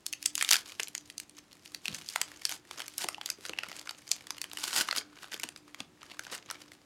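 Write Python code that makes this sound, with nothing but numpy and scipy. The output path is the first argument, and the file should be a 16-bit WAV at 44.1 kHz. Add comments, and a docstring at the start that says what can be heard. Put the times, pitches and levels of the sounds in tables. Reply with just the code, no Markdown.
"""A foil wrapper is picked at, crinkled and torn open by hand over a padded table.
Its creases buckle in single snaps, and small facets flip between them as a crackle.
The seam tears by stick and slip, in short tugs and one long rip; air in the open pouch resonates.
Cards shift in the pack with soft thumps; a small room reverberates and hums faintly."""
import sys
import numpy as np
from scipy import signal
from scipy.fft import rfft, irfft, next_fast_len
from scipy.io import wavfile
from scipy.ndimage import uniform_filter1d, map_coordinates

SR = 44100
rng = np.random.default_rng(int(sys.argv[2]) if len(sys.argv) > 2 else 0)


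def generate_wav(sig):
    """Save sig (samples, or channels by samples) to the path in sys.argv[1] as 16-bit PCM at SR."""
    pcm = np.round(np.clip(np.atleast_2d(sig).T, -1, 1) * 32767).astype(np.int16)
    wavfile.write(sys.argv[1], SR, pcm)


N = 302085

# spectrum of the room's air: (frequency [Hz], relative level [dB])
AIR_SPECTRUM = [(15, -40.5), (30, -14), (55, -3), (120, 2.5), (300, -0.5), (520, -6), (900, -8),
                (2500, -12.5), (7000, -17), (12000, -25.5), (16000, -33)]
# the room's hum: (centre [Hz], nominal width [Hz], level [dB])
HUM_BANDS = [(297.9, 6, -67.5), (356.8, 35, -74)]
# the hands' steady hold; tautness favours the treble: (time [s], pull [dB], tautness [dB])
GRIP = [(0.0, -72.5, 18), (0.3, -83, 48), (0.65, -56.5, 5.5), (0.93, -64.5, 1), (1.45, -80, 3.5),
        (1.8, -75, 16), (2.02, -54.5, 1), (2.38, -55.5, -3), (2.64, -75, -11.5), (2.8, -52, -1),
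        (3.381, -65, -8), (3.65, -49.5, -7), (4.0, -59, 0), (4.7, -55.5, -4), (5.1, -60.5, -6),
        (5.93, -86, -10), (6.2, -58, -5), (6.85, -72, -10)]
# single bends by the fingers: (crest time [s], pull [dB], half duration [s], tautness [dB])
BENDS = [(0.22, -50, 0.09, 16), (0.41, -37, 0.075, 14), (0.528, -31, 0.1, 21), (0.719, -50, 0.17, 3),
         (0.825, -50.5, 0.076, 14), (1.087, -54, 0.05, 11), (1.216, -60.5, 0.052, -1),
         (1.384, -48.5, 0.033, 3), (1.54, -56.5, 0.065, 4), (1.658, -52.5, 0.09, 15),
         (1.749, -51.5, 0.12, 5), (1.855, -40.5, 0.039, 8), (1.97, -44.5, 0.13, 2),
         (2.11, -41.5, 0.087, 15), (2.153, -45.5, 0.089, 12), (2.305, -47.5, 0.13, 0.5),
         (2.472, -45, 0.14, 9.5), (2.567, -50, 0.04, 12), (2.729, -46.5, 0.1, 0.5),
         (2.795, -45, 0.15, -1.5), (3.01, -44, 0.19, 8.5), (3.266, -48, 0.063, 1), (3.451, -42.5, 0.097, 3),
         (3.634, -49, 0.08, -17), (3.76, -42.5, 0.113, 2), (3.89, -57, 0.066, -10), (4.125, -44, 0.15, 3.5),
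         (4.43, -60, 0.06, -5), (4.538, -50.5, 0.06, -3), (4.65, -44.5, 0.17, 12), (4.781, -35, 0.22, 3.5),
         (4.974, -34, 0.042, 5), (5.232, -44, 0.084, 1.5), (5.339, -40, 0.045, 1),
         (5.445, -51.5, 0.14, 0.5), (5.585, -55.5, 0.06, 7), (5.687, -52, 0.05, -4),
         (5.799, -42.5, 0.039, -3), (6.016, -56.5, 0.031, -16), (6.104, -50.5, 0.19, -3),
         (6.247, -53, 0.05, 10), (6.342, -41.5, 0.093, -13), (6.378, -49, 0.029, 9), (6.503, -52, 0.12, -8),
         (6.606, -48, 0.1, -0.5), (6.737, -53, 0.06, 4)]
# spectrum of flexing foil: (frequency [Hz], relative level [dB])
CRACKLE_SPECTRUM = [(60, -42), (200, -4), (500, -1), (1400, 1), (2700, 1.5), (3700, 0), (5000, 0.5),
                    (8000, -5.5), (12000, -10), (16000, -22.5)]
# reverberation of the room: (frequency [Hz], time to fall 60 dB [s])
ROOM_DECAY = [(200, 0.58), (2000, 0.18), (6000, 0.16), (14000, 0.065)]
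# buckling creases; facet size sets the low edge, suddenness the high edge:
# (time [s], level [dB], low edge [Hz], high edge [Hz], facet resonance [Hz])
SNAPS = [(0.0646, -29, 3000, 9900, 4920), (0.128, -31.5, 2050, 15000, 8140),
         (0.1344, -32, 2030, 4330, 2430), (0.227, -36.5, 1610, 14900, 5570),
         (0.2569, -29.5, 2500, 4170, 6040), (0.2598, -20, 2980, 8000, 8000),
         (0.3537, -26.5, 2520, 15000, 3740), (0.3789, -29, 1100, 6500, 6900),
         (0.4114, -25, 2090, 1820, 1740), (0.4252, -22.5, 1370, 4370, 8600),
         (0.4472, -28.5, 1600, 6500, 3500), (0.4899, -23.5, 2500, 5300, 3280),
         (0.5081, -22.5, 856, 15000, 4500), (0.5123, -16.5, 1310, 8000, 5000),
         (0.5248, -20, 2020, 3500, 5830), (0.5318, -17.5, 1600, 9900, 4800),
         (0.5418, -23, 1630, 4150, 1480), (0.556, -24.5, 2000, 3550, 1500),
         (0.566, -27.5, 1110, 8000, 4630), (0.7974, -28, 680, 5300, 2720), (0.8018, -31, 460, 8000, 2800),
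         (0.832, -31.0, 1610, 8050, 6350), (0.873, -42.5, 2000, 4300, 3800),
         (0.883, -40, 3740, 15000, 2580), (0.9507, -30.5, 1250, 6500, 7000),
         (0.9788, -36, 2000, 3460, 6240), (1.1002, -41.5, 2520, 2820, 9100),
         (1.1799, -34, 4850, 4300, 4540), (1.2, -36.5, 2000, 15000, 8100),
         (1.2954, -49.5, 3030, 6460, 9300), (1.3868, -46.5, 2000, 4300, 6000),
         (1.5295, -50, 1100, 15000, 4400), (1.7468, -34.0, 1110, 10000, 4500),
         (1.856, -29.5, 860, 9900, 2670), (1.881, -28.5, 1920, 4280, 2140), (1.946, -35, 1960, 8000, 7060),
         (2.0881, -33, 3700, 3500, 4600), (2.1597, -24, 840, 6700, 990), (2.215, -23.0, 1020, 7500, 846),
         (2.4527, -22.5, 2016, 8000, 4600), (2.4932, -33, 1300, 8000, 3340),
         (2.5145, -35.5, 840, 9900, 760), (2.5227, -33.5, 850, 4320, 6400), (2.711, -37.5, 460, 5300, 3000),
         (2.795, -41, 865, 4300, 3880), (2.8029, -34.0, 700, 5200, 2800), (2.819, -38.0, 1600, 5300, 3500),
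         (2.8809, -38, 1600, 15000, 1200), (2.9809, -29, 3780, 15000, 10200),
         (3.0133, -39, 860, 15000, 2100), (3.0431, -30.5, 300, 6500, 735), (3.0866, -27.5, 690, 6500, 1070),
         (3.1453, -37, 2000, 2800, 2870), (3.1812, -41, 1090, 1500, 840), (3.213, -36, 700, 2300, 3500),
         (3.2597, -30.5, 4320, 4230, 3360), (3.2897, -41, 560, 5300, 1490),
         (3.3016, -26.5, 1600, 11900, 5030), (3.4525, -36.5, 1630, 4300, 1490),
         (3.4947, -33.5, 302, 3560, 4000), (3.534, -36.0, 830, 1800, 2660), (3.5873, -27, 1370, 2350, 2800),
         (3.6339, -32.5, 1040, 1450, 1390), (3.6862, -43.5, 1600, 8000, 2100),
         (3.7159, -40.0, 696, 3480, 1290), (3.7944, -41, 3000, 8000, 5100), (3.8732, -39, 1600, 2300, 1370),
         (3.893, -33, 1600, 2730, 4370), (3.9093, -39, 875, 4260, 1400), (4.1153, -20, 3520, 4280, 5440),
         (4.2695, -42.5, 700, 8000, 3800), (4.306, -30.5, 1130, 6360, 4630),
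         (4.382, -41.5, 1600, 6500, 3400), (4.4159, -30.5, 1370, 12000, 4750),
         (4.4413, -36.0, 700, 6500, 2400), (4.515, -42, 1600, 2300, 4100),
         (4.5329, -39.5, 370, 15000, 1700), (4.572, -33.5, 1600, 6500, 2850),
         (4.6394, -28.5, 880, 15000, 3370), (4.73, -31.5, 690, 4260, 1380), (4.8874, -28, 860, 3470, 1340),
         (4.9111, -26, 1080, 2840, 4400), (4.927, -29.0, 700, 2820, 1690),
         (4.9632, -30.5, 1110, 12000, 1300), (4.982, -26.5, 3900, 3600, 4660),
         (5.2427, -42.5, 1270, 1490, 3600), (5.3424, -35.0, 560, 9800, 3400),
         (5.3977, -37.0, 1300, 8000, 2300), (5.4336, -31, 298, 8040, 2950), (5.438, -32.5, 1080, 5250, 955),
         (5.4887, -38.5, 850, 4300, 9400), (5.5616, -43.0, 560, 4340, 4440),
         (5.7457, -41.0, 1120, 5270, 3300), (5.8039, -34, 458, 2800, 3730),
         (6.0304, -44.5, 460, 4300, 1280), (6.1935, -33, 527, 6560, 1480), (6.267, -41.5, 557, 2840, 1500),
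         (6.3498, -38.5, 1100, 15000, 4000), (6.5014, -35, 1110, 1500, 5560),
         (6.511, -33.5, 870, 7900, 1340), (6.7183, -46.5, 464, 4340, 1960)]
# spectrum of snapping foil: (frequency [Hz], relative level [dB])
SNAP_SPECTRUM = [(60, -22), (400, 8), (700, 3.5), (1150, 0.5), (1450, 1), (3100, 3), (3750, -0.5),
                 (4500, 2), (6200, 2.5), (10000, 1), (12000, 0.5), (16000, -10)]
# tugs on the seam: (start [s], end [s], starting level [dB], final level [dB])
TEARS = [(0.516, 0.56, -29, -41.5), (2.5, 2.565, -41.5, -48), (2.988, 3.042, -46.5, -34.5),
         (4.582, 4.692, -41, -39), (4.689, 4.77, -52, -29), (4.77, 4.824, -31, -29.5),
         (6.311, 6.367, -40, -48.5)]
# spectrum of the tearing seam: (frequency [Hz], relative level [dB])
SEAM_SPECTRUM = [(60, -24), (350, 3.5), (520, -7.5), (850, 4.5), (2000, -0.5), (5500, -6), (9000, 0),
                 (12000, -3), (16000, -16.5)]
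# air resonances of the pouch: (centre [Hz], width [Hz], gain [dB])
POUCH_MODES = [(1490, 59, 12), (2930, 330, 9.5), (4850, 1400, 13), (7040, 550, 5)]
# bumps of the pack in the fingers: (time [s], relative peak level [dB], pitch [Hz])
BUMPS = [(1.883, -38, 220), (1.898, -39, 210), (1.923, -38, 159), (3.042, -37, 325), (3.383, -44.5, 372),
         (3.495, -40, 340), (3.68, -51, 200), (4.784, -43, 172), (4.979, -37.5, 288), (5.34, -44.5, 310),
         (5.44, -40.5, 270), (5.8, -38.5, 220), (6.315, -43.5, 260)]


def amp(db):
    """Amplitude ratio of a level in decibels."""
    return 10 ** (np.asarray(db) / 20)


def unit(x):
    """Normalisation to an rms of 1."""
    return x / np.sqrt(np.mean(x ** 2) + 1e-20)


def along(points, hz):
    """Interpolation of (frequency, value) points on a logarithmic frequency axis."""
    frequencies, values = np.transpose(points)
    return np.interp(np.log(hz + 1), np.log(frequencies), values)


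def peak(hz, centre, width):
    """Magnitude response of a damped resonator."""
    return 1 / np.sqrt(1 + ((hz ** 2 - centre ** 2) / ((hz + 1) * width)) ** 2)


def filtered(x, gain):
    """Zero-phase filtering by a gain that depends on frequency."""
    m = next_fast_len(len(x) + 8192)
    return irfft(rfft(x, m) * gain(np.fft.rfftfreq(m, 1 / SR)), m)[:len(x)]


def coloured(x, gain):
    """Minimum-phase filtering: it is causal, so an attack stays sharp."""
    m = 2 * len(x)
    cepstrum = irfft(np.log(gain(np.fft.rfftfreq(m, 1 / SR)) + 1e-6))
    cepstrum[1:m // 2] *= 2
    cepstrum[m // 2 + 1:] = 0
    return irfft(rfft(x, m) * np.exp(rfft(cepstrum)))[:len(x)]


def add(track, s, sound):
    """Superposition of a sound on the track at s seconds."""
    start = int(np.clip(round(s * SR), 0, N - 1))
    track[start:start + len(sound)] += sound[:N - start]


def background(air_db=-64):
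    """Broadband noise is heard as steady room air, narrowband noise as a wavering hum."""
    noise = lambda gain: unit(filtered(rng.standard_normal(N), gain))
    hum = sum(amp(db) * noise(lambda hz: peak(hz, centre, width) ** 2) for centre, width, db in HUM_BANDS)
    return hum + amp(air_db) * noise(lambda hz: amp(along(AIR_SPECTRUM, hz)))


def pull(settle_db=-27.5, settle_db_per_s=257, rise_share=0.52, rise_db=25):
    """Hold, settling after snaps and bends add in power; returns the foil's pull and tautness in dB."""
    t = np.arange(N) / SR
    times, *columns = np.transpose(GRIP)
    hold_db, hold_taut_db = [np.interp(t, times, column) for column in columns]
    power = amp(hold_db) ** 2
    for s, db, *_ in SNAPS:
        add(power, s, amp(db + settle_db - settle_db_per_s * t[:SR // 4]) ** 2)
    weighted_tautness = power * hold_taut_db
    for crest, db, half_duration, taut_db in BENDS:
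        duration = 2 * half_duration
        rise = rise_share * duration
        shape_db = np.interp(t[:int(duration * SR)], [0, rise, duration], [-rise_db, 0, -rise_db])
        bend = amp(db + shape_db) ** 2
        add(power, crest - rise, bend)
        add(weighted_tautness, crest - rise, bend * taut_db)
    return 10 * np.log10(power), weighted_tautness / power


def buckle(shiver_db, shiver_t60, ring_db, ring_t60, delay_at_1khz=0.000504, size=2048):
    """Impulse response of a flipping facet: one kick, a brief shiver of the sheet and a faint ring."""
    t = np.arange(size) / SR
    fade = lambda t60: amp(-60 * t / t60) / np.linalg.norm(amp(-60 * t / t60))
    envelope = np.hypot(amp(shiver_db) * fade(shiver_t60), amp(ring_db) * fade(ring_t60))
    flip = rng.standard_normal(size) * envelope
    flip[0] = 1
    # bending waves disperse: low frequencies arrive later
    hz = np.fft.rfftfreq(size, 1 / SR)
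    phase_lag = 4 * np.pi * delay_at_1khz * np.sqrt(hz * 1000)
    return irfft(rfft(flip) * np.exp(-1j * phase_lag), size)


def crinkle(level_db=-1, flips_per_s=200, usual_pull_db=-52, doubling_db=11, scatter_db=7, facet_db=8,
            facet_q=5, slide_db=-8, clump_db=6.5, clumps_per_s=70, pivot_hz=3000, tilt=0.84, facets=12):
    """Shot noise of small facets flipping at random: the harder the pull, the denser the crackle."""
    pull_db, taut_db = pull()
    chance = flips_per_s * 2 ** ((pull_db - usual_pull_db) / doubling_db) / SR
    # one flip sets off its neighbours, so they come in clumps
    drift = map_coordinates(rng.standard_normal(N), [np.arange(N) * clumps_per_s / SR], order=1)
    clumps = amp(clump_db * drift)
    foil = lambda hz: amp(along(CRACKLE_SPECTRUM, hz))
    crackle = np.zeros(N)
    for ring_hz in np.geomspace(1200, 12000, facets):
        onsets = rng.random(N) < clumps * chance / facets
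        kicks = onsets * amp(scatter_db * np.clip(rng.standard_normal(N), -2, 1.5))
        colour = lambda hz: foil(hz) * np.hypot(1, amp(facet_db) * peak(hz, ring_hz, ring_hz / facet_q))
        flip = buckle(shiver_db=3, shiver_t60=0.012, ring_db=-8, ring_t60=0.03)
        crackle += rng.choice([-1, 1]) * signal.oaconvolve(kicks, coloured(flip, colour))[:N]
    # friction of foil on foil and fingers adds a soft rustle
    slide = unit(filtered(rng.standard_normal(N), foil))
    crackle = unit(unit(crackle / np.sqrt(chance)) + amp(slide_db) * slide)
    # taut foil is bright, slack foil dull
    middle = signal.sosfilt(signal.butter(1, pivot_hz, fs=SR, output="sos"), crackle)
    lean = amp(tilt * taut_db)
    tilted = middle / lean + (crackle - middle) * lean
    return amp(pull_db + level_db) * tilted / np.sqrt((lean ** 2 + lean ** -2) / 2)


def room(x, delay_s=0.011):
    """Reverberation: the walls return a diffuse tail whose treble decays first."""
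    hz, t, spectrum = signal.stft(rng.standard_normal(SR // 2), SR, nperseg=256)
    tail = signal.istft(spectrum * amp(-60 * t / along(ROOM_DECAY, hz)[:, None]), SR, nperseg=256)[1]
    tail = np.pad(tail / np.linalg.norm(tail), (int(delay_s * SR), 0))
    return signal.fftconvolve(x, tail)[:N]


def snaps(rms_span_s=0.005, leak_db=-26, facet_db=7, facet_q=5, hollow_hz=1500,
          swell_db=-19, swell_t60=0.033, swell_size=512, bounce_db=-8, bounce_s=(0.000588, 0.001574)):
    """Snap-through buckling of creases, each in its own band; a faint hiss swells just before each snap."""
    out = np.zeros(N)
    rise = amp(-60 * np.arange(swell_size)[::-1] / SR / swell_t60)
    for s, db, low_hz, high_hz, ring_hz in SNAPS:
        # a small facet radiates little bass, but the whole sheet passes some on
        low_cut = lambda hz: 1 / np.sqrt(1 + (low_hz / (hz + 1)) ** 6) + amp(leak_db)
        band = lambda hz: low_cut(hz) / np.sqrt(1 + (hz / high_hz) ** 3)
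        # a broad, slow flip pops hollowly and rings on; a sudden one is a dry crack
        hollow = 1 + (hollow_hz / high_hz) ** 2
        width_hz = ring_hz / (facet_q * hollow)
        facet = lambda hz: np.hypot(1, amp(facet_db) * hollow * peak(hz, ring_hz, width_hz))
        # the table's reflection interferes, later the higher the crease is held
        delay = rng.uniform(*bounce_s)
        bounce = lambda hz: np.abs(1 + amp(bounce_db) * np.exp(-2j * np.pi * hz * delay))
        colour = lambda hz: band(hz) * facet(hz) * bounce(hz) * amp(along(SNAP_SPECTRUM, hz))
        swell = amp(swell_db) * rng.standard_normal(swell_size) * rise / np.linalg.norm(rise)
        flip = buckle(shiver_db=2, shiver_t60=0.009, ring_db=-8, ring_t60=0.028)
        snap = coloured(np.concatenate([swell, flip]), colour)
        add(out, s - swell_size / SR, amp(db) * np.sqrt(rms_span_s * SR) * snap / np.linalg.norm(snap))
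    return out


def rip(slips_per_s=160, unevenness=0.33, scatter_db=4, rise_s=0.0015, t60=0.028, grain_db=5):
    """Stick-slip tearing across the ribs of the seam: each slip is a burst of tiny fractures."""
    t = np.arange(N) / SR
    times = np.cumsum(np.exp(unevenness * rng.standard_normal(N // 100))) / slips_per_s
    sizes = amp(scatter_db * rng.standard_normal(len(times)))
    slips = np.bincount((times * SR).astype(int), sizes, N)[:N]
    envelope = amp(-60 * t / t60) * (1 - np.exp(-t / rise_s))
    bursts = signal.oaconvolve(slips, envelope[:SR // 20])[:N]
    fractures = bursts * rng.standard_normal(N) * amp(grain_db * rng.standard_normal(N))
    pouch = lambda hz: sum((amp(db) * peak(hz, centre, width)) ** 2 for centre, width, db in POUCH_MODES)
    colour = lambda hz: amp(along(SEAM_SPECTRUM, hz)) * np.sqrt(1 + pouch(hz))
    tugs = sum(((t >= start) & (t < end)) * amp(np.interp(t, [start, end], levels))
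               for start, end, *levels in TEARS)
    return uniform_filter1d(tugs, size=200) * unit(filtered(fractures, colour))


def bumps(t60=0.062, rise_s=0.0022, width_hz=130, level_db=-2, size=6000):
    """Heavily damped resonance: the stack of cards shifts inside the pack with short, dull thumps."""
    out, t = np.zeros(N), np.arange(size) / SR
    for s, db, pitch_hz in BUMPS:
        push = rng.standard_normal(size) * amp(-60 * t / t60) * (1 - np.exp(-t / rise_s))
        thump = coloured(push, lambda hz: peak(hz, pitch_hz, width_hz) * peak(hz, pitch_hz, 2 * pitch_hz))
        add(out, s, amp(db + level_db) * thump / np.abs(thump).max())
    return out


def gaping_pouch(crackle, start_s=4.82, end_s=5.55, gain_db=9):
    """Cavity resonance: while the torn pouch gapes, the crackle drives its lowest air mode."""
    t = np.arange(N) / SR
    centre, width, _ = POUCH_MODES[0]
    is_open = (t > start_s) & (t < end_s)
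    return amp(gain_db) * filtered(crackle * is_open, lambda hz: peak(hz, centre, width))


def scene(room_db=-16):
    """Superposition of the wrapper's direct sound, its reverberation and the background, in mono."""
    crackle = crinkle()
    pack = snaps() + crackle + gaping_pouch(crackle) + rip() + bumps()
    return (pack + amp(room_db) * room(pack) + background())[None]


def record(dry, top_hz=16100):
    """Band limiting: an ideal low-pass filter removes the highest treble."""
    return np.array([filtered(channel, lambda hz: hz < top_hz) for channel in dry])


dry = scene()
out = record(dry)
generate_wav(out)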